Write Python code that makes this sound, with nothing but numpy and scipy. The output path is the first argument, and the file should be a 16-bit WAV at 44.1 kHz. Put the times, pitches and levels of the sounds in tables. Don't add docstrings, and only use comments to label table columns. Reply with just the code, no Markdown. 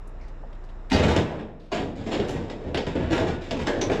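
import sys
import numpy as np
from scipy import signal
from scipy.fft import rfft, irfft
from scipy.io import wavfile

SR = 44100
rng = np.random.default_rng(int(sys.argv[2]) if len(sys.argv) > 2 else 0)


def store_pcm(level_fs):
    pcm = np.round(np.clip(level_fs, -1, 1) * 32767).astype(np.int16)
    wavfile.write(sys.argv[1], SR, np.atleast_2d(pcm).T)


N = 176400
RING_SAMPLES, CUTOFF_HZ = 48000, 15700

EDGES_HZ = 7700 * 2 ** (np.arange(-15, 3) / 2)
CENTRES_HZ = np.sqrt(EDGES_HZ[1:] * EDGES_HZ[:-1])
BANK = [signal.butter(2 if low < 2500 else 5, (low, high), "band", fs=SR, output="sos")
        for low, high in zip(EDGES_HZ, EDGES_HZ[1:])]


def from_db(db):
    return 10 ** (np.asarray(db) / 20)


def unit_energy(x):
    return x / np.sqrt(np.sum(x ** 2, axis=-1, keepdims=True) + 1e-20)


def rms_one(x):
    return unit_energy(x) * np.sqrt(x.shape[-1])


def at_hz(points, hz, column=1):
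    points = np.array(points)
    return np.interp(np.log(hz), np.log(points[:, 0]), points[:, column])


def band_gains(spectrum):
    return unit_energy(from_db(at_hz(spectrum, CENTRES_HZ)) * np.sqrt(CENTRES_HZ))


def fade(t, t60):
    return np.exp(-np.log(1000) * t / t60)


def swell(t, rise, t60):
    return np.minimum(t / max(rise, 1e-4), 1) * fade(np.maximum(t - rise, 0), t60)


def drift(rate_hz):
    knots = rng.standard_normal(4096)
    return rms_one(np.interp(np.arange(N) / SR * rate_hz, np.arange(len(knots)), knots))


def add(out, start_s, sound):
    i = max(int(start_s * SR), 0)
    out[i:i + len(sound)] += sound[:N - i]


def shoved_scrap():
    # start_s, rise_s, chatter_t60_s, hit_ratio, boom_db, body_db, clang_db, clash_db, sizzle_db
    shoves = [(0.906, 0.011, 0.63, 2.2, 9.5, 8, 10.5, 8, -2), (1.019, 0.016, 0.27, 2.4, 8, 0, 7, 3, -3),
              (1.077, 0.0063, 0.54, 1.4, -22, 3, 8, 1.5, -0.5),
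              (1.157, 0.006, 0.063, 3.6, 6, 1.5, 4.5, 3.5, -1.5),
              (1.289, 0.0032, 0.51, 1.4, -10.5, -4, -5, -27, -33),
              (1.371, 0.024, 0.12, 1, -16, -21, -9.5, -20, -34),
              (1.711, 0.019, 0.28, 0.65, -4.5, 0, 3, 2, -6),
              (1.772, 0.012, 0.48, 0.46, -1.5, -1.5, -11, -17, -15),
              (1.95, 0.0043, 1.4, 0.87, -1.5, -9.5, -11, -10.5, -18.5),
              (2.056, 0.0074, 1.74, 0.41, -5.5, 4, 0.5, -3.5, -8.5),
              (2.105, 0.024, 0.19, 2, -9.5, -4, 0, 1.5, -9),
              (2.194, 0.0047, 0.039, 4, -2.5, -4, -4.5, -6.5, -30),
              (2.271, 0.022, 0.12, 0.44, -3, -7, -9.5, -7.5, -0.5),
              (2.328, 0.03, 0.22, 1.4, 2.5, -7, -7, -15, -19),
              (2.493, 0.0059, 0.06, 2.4, -31, -10.5, -11, -8.5, -21),
              (2.53, 0.16, 0.66, 0.24, -2, -5, -9, -19.5, -27),
              (2.74, 0.005, 0.099, 3.9, -8, -2.5, 1, 2, -27),
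              (2.766, 0.0074, 0.056, 0.68, -17, 0, -4, 4, -14),
              (2.862, 0.0044, 0.86, 5, -2, -7, -2, -5, -14),
              (2.947, 0.007, 1.75, 3.3, 5.5, 2, 2.5, -7, -18),
              (3.092, 0.027, 0.4, 1.1, 4.5, -1.5, 9, 1.5, -1.5),
              (3.17, 0.0086, 0.34, 3.8, -6, 2.5, 2.5, -3, -9),
              (3.261, 0.011, 0.24, 0.78, -1.5, -4.5, -2.5, -4.5, -11.5),
              (3.408, 0.0078, 0.99, 0.5, -14, -45, -6.5, -10, -15),
              (3.502, 0.0069, 0.052, 1.5, -3, -2, -4, 2, -10),
              (3.562, 0.0065, 0.85, 0.82, -3, -2.5, -1, -4, -9),
              (3.656, 0.014, 0.1, 1.14, -12, 2, 2, 3, -3), (3.723, 0.0077, 11, 1.9, 2.5, 3, -3, -6.5, -13),
              (3.809, 0.005, 0.07, 2.2, -38, 1, -4.5, 3.5, -5),
              (3.894, 0.0049, 0.048, 1.4, -7, 3, 3.5, -12, -14),
              (3.912, 0.0044, 0.32, 1.9, -3, -13, 2, -2.5, -8)]
    registers_hz = [100, 400, 1400, 4300, 10000]
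    # frequency_hz, density_db
    pile_spectrum = [(52, -8.5), (80, 2), (125, -0.5), (350, 0), (650, -6), (1200, -20.5), (1900, -18.5),
                     (3300, -21), (4600, -27), (6500, -29.5), (9200, -46), (13000, -54)]
    # frequency_hz, pieces_t60_s, bin_t60_s
    damping = [(100, 0.32, 1.27), (400, 0.39, 1.3), (1380, 0.34, 0.88), (4250, 0.22, 0.63),
               (10000, 0.26, 0.12)]
    out, t = np.zeros(N), np.arange(RING_SAMPLES) / SR
    pieces = fade(t, at_hz(damping, CENTRES_HZ, column=1)[:, None])
    bin_tail = from_db(-13) * fade(t, at_hz(damping, CENTRES_HZ, column=2)[:, None])
    crack = from_db(7.5) * fade(t, t60=0.02)
    decay = np.sqrt(pieces ** 2 + bin_tail ** 2 + crack ** 2)
    fft_size, impulse = 2 * RING_SAMPLES, (t == 0) + 1e-18
    bands = rfft([signal.sosfilt(band, impulse) for band in BANK], fft_size)
    dense_modes = rng.standard_normal((len(BANK), N))
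    for start_s, rise_s, t60_s, hit_ratio, *levels_db in shoves:
        clicks = contact_chatter(start_s, rise_s, t60_s, hit_ratio)
        colour = list(zip(registers_hz, levels_db))
        offset = rng.integers(0, N - RING_SAMPLES)
        response = bands * rfft(dense_modes[:, offset:offset + RING_SAMPLES] * decay, fft_size)
        clatter = irfft(response * rfft(clicks, fft_size))[:, :RING_SAMPLES]
        gains = band_gains(pile_spectrum) * from_db(at_hz(colour, CENTRES_HZ))
        add(out, start_s, gains @ unit_energy(clatter) + sheets_and_tank(clicks, colour))
    return from_db(-26.5) * np.sqrt(0.1 * SR) * out


def contact_chatter(start_s, rise_s, t60_s, hit_ratio, contacts_per_s=470, spread_db=3.5):
    t = np.arange(RING_SAMPLES) / SR
    sizes = from_db(spread_db * np.clip(rng.standard_normal(len(t)), -2, 2))
    signs = rng.choice([-1, 1], len(t))
    in_contact = rng.random(len(t)) < contacts_per_s / SR
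    clicks = rms_one(sizes * signs) * in_contact * swell(t, rise_s, t60_s)
    clicks[int(rise_s * SR)] += hit_ratio
    return clicks * (start_s + t < N / SR)


def sheets_and_tank(clicks, colour, spread_db=1, detune=0.0041, top_hz=6400):
    # pitch_hz, level_db, t60_s
    sheet_modes = [(1227, -41, 0.093), (1669, -25.5, 0.3), (1906, -27.5, 0.38), (2180, -38.5, 0.26),
                   (2645, -31.5, 0.33), (2830, -27.5, 0.12), (2974, -45.5, 0.22)]
    # pitch_hz, level_db, t60_s
    tank_modes = [(81.8, -13, 0.45), (269.6, -23.5, 0.15), (345, -31.5, 0.25), (435.3, -25, 1),
                  (487, -16, 0.95), (581, -38, 0.17)]
    ringing = np.zeros(len(clicks))
    for pitch_hz, level_db, t60_s in sheet_modes + tank_modes:
        weakening, strain = rng.standard_normal(2)
        gain = from_db(level_db + at_hz(colour, pitch_hz) - spread_db * weakening)
        ringing += gain * unit_energy(damped_mode(clicks, pitch_hz * (1 + detune * strain), t60_s))
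    soft_contact = signal.butter(6, top_hz, fs=SR, output="sos")
    return signal.sosfilt(soft_contact, ringing)


def damped_mode(clicks, pitch_hz, t60_s):
    radius, angle = fade(1 / SR, t60_s), 2 * np.pi * pitch_hz / SR
    feedback = [1, -2 * radius * np.cos(angle), radius ** 2]
    return signal.lfilter([0, np.sin(angle)], feedback, clicks + 1e-18)


def ringing_pieces(jostles_per_s=90, waver_hz=14, waver_db=1.5):
    # start_s, t60_s, pitch_hz, level_db
    clangs = [(0.925, 0.17, 4635, -35), (1.722, 0.65, 701, -32.5), (2.187, 0.071, 383, -22.5),
              (3.1, 0.83, 345, -22.5), (3.2, 0.34, 660, -30), (3.293, 0.46, 1460, -42.5),
              (3.503, 0.32, 649.4, -32.5), (3.683, 0.62, 463.5, -31), (3.889, 0.13, 375, -23)]
    out, t = np.zeros(N), np.arange(RING_SAMPLES) / SR
    for start_s, t60_s, pitch_hz, level_db in clangs:
        wavering_hz = pitch_hz + waver_hz * drift(jostles_per_s)[:len(t)]
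        gain = from_db(level_db + waver_db * drift(jostles_per_s)[:len(t)])
        tone = np.sqrt(2) * np.sin(2 * np.pi * np.cumsum(wavering_hz) / SR)
        add(out, start_s, gain * tone * swell(t, rise=0.016, t60=t60_s))
    return out


def noise_bursts(grain_db=1.5):
    # start_s, t60_s, centre_hz, width_hz, level_db
    bursts = [(0.073, 0.099, 8000, 5000, -62.5), (.2, 0.46, 2140, 590, -56.5),
              (0.21, 0.38, 4970, 1800, -64.5), (0.28, 0.084, 4350, 3450, -58.5),
              (.436, 0.078, 625, 200, -39), (0.528, 0.063, 2750, 2490, -56),
              (0.549, 0.068, 2800, 2500, -60.5), (.637, 0.16, 4050, 4000, -64),
              (0.689, 0.13, 2550, 2500, -56.5), (0.899, 0.55, 2950, 3020, -42.5),
              (.927, 0.33, 5100, 2200, -34), (1.596, 1, 3270, 2500, -63.5), (2.743, 0.22, 8700, 2200, -57),
              (3.668, 0.52, 1640, 300, -30.5), (3.812, 0.18, 6010, 610, -30.5)]
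    out, t = np.zeros(N), np.arange(SR // 2) / SR
    for start_s, t60_s, centre_hz, width_hz, level_db in bursts:
        grainy_noise = rng.standard_normal(len(t)) * from_db(grain_db * drift(rate_hz=300)[:len(t)])
        edges_hz = np.clip([centre_hz - width_hz / 2, centre_hz + width_hz / 2], 100, CUTOFF_HZ)
        resonance = signal.butter(2, edges_hz, "band", fs=SR, output="sos")
        burst = rms_one(signal.sosfilt(resonance, grainy_noise))
        add(out, start_s, from_db(level_db) * burst * swell(t, rise=0.0016, t60=t60_s))
    return out


def idling_engine(firing_hz=29.63, waver=0.017):
    harmonics_db = [-38.5, -62.5, -58.5, -57]
    phase = 2 * np.pi * np.cumsum(firing_hz * (1 + waver * drift(rate_hz=8.56))) / SR
    return sum(np.sqrt(2) * from_db(level_db) * np.sin(order * phase + rng.uniform(0, 2 * np.pi))
               for order, level_db in enumerate(harmonics_db, start=1))


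def yard_noise():
    # frequency_hz, density_db
    yard_spectrum = [(24, -29), (40, -1), (86, -37.5), (149, -28), (621, -32.5), (1560, -42.5),
                     (3000, -59.5), (7580, -68.5), (9850, -90)]
    white = rng.standard_normal((2, N))
    bands = np.array([signal.sosfilt(band, white[k % 2]) for k, band in enumerate(BANK)])
    return from_db(-46.5) * band_gains(yard_spectrum) @ rms_one(bands)


def background():
    # time_s, gain_db
    envelope = [(0, 1.5), (.9, 2), (1.0, -9), (1.65, -6.5), (4, -1)]
    gain = from_db(np.interp(np.arange(N) / SR, *np.transpose(envelope)))
    return (idling_engine() + yard_noise()) * gain


def scene():
    return (shoved_scrap() + ringing_pieces() + noise_bursts() + background())[None]


def record(dry):
    return signal.sosfilt(signal.cheby2(12, 70, CUTOFF_HZ + 800, fs=SR, output="sos"), dry)


dry = scene()
out = record(dry)
store_pcm(out)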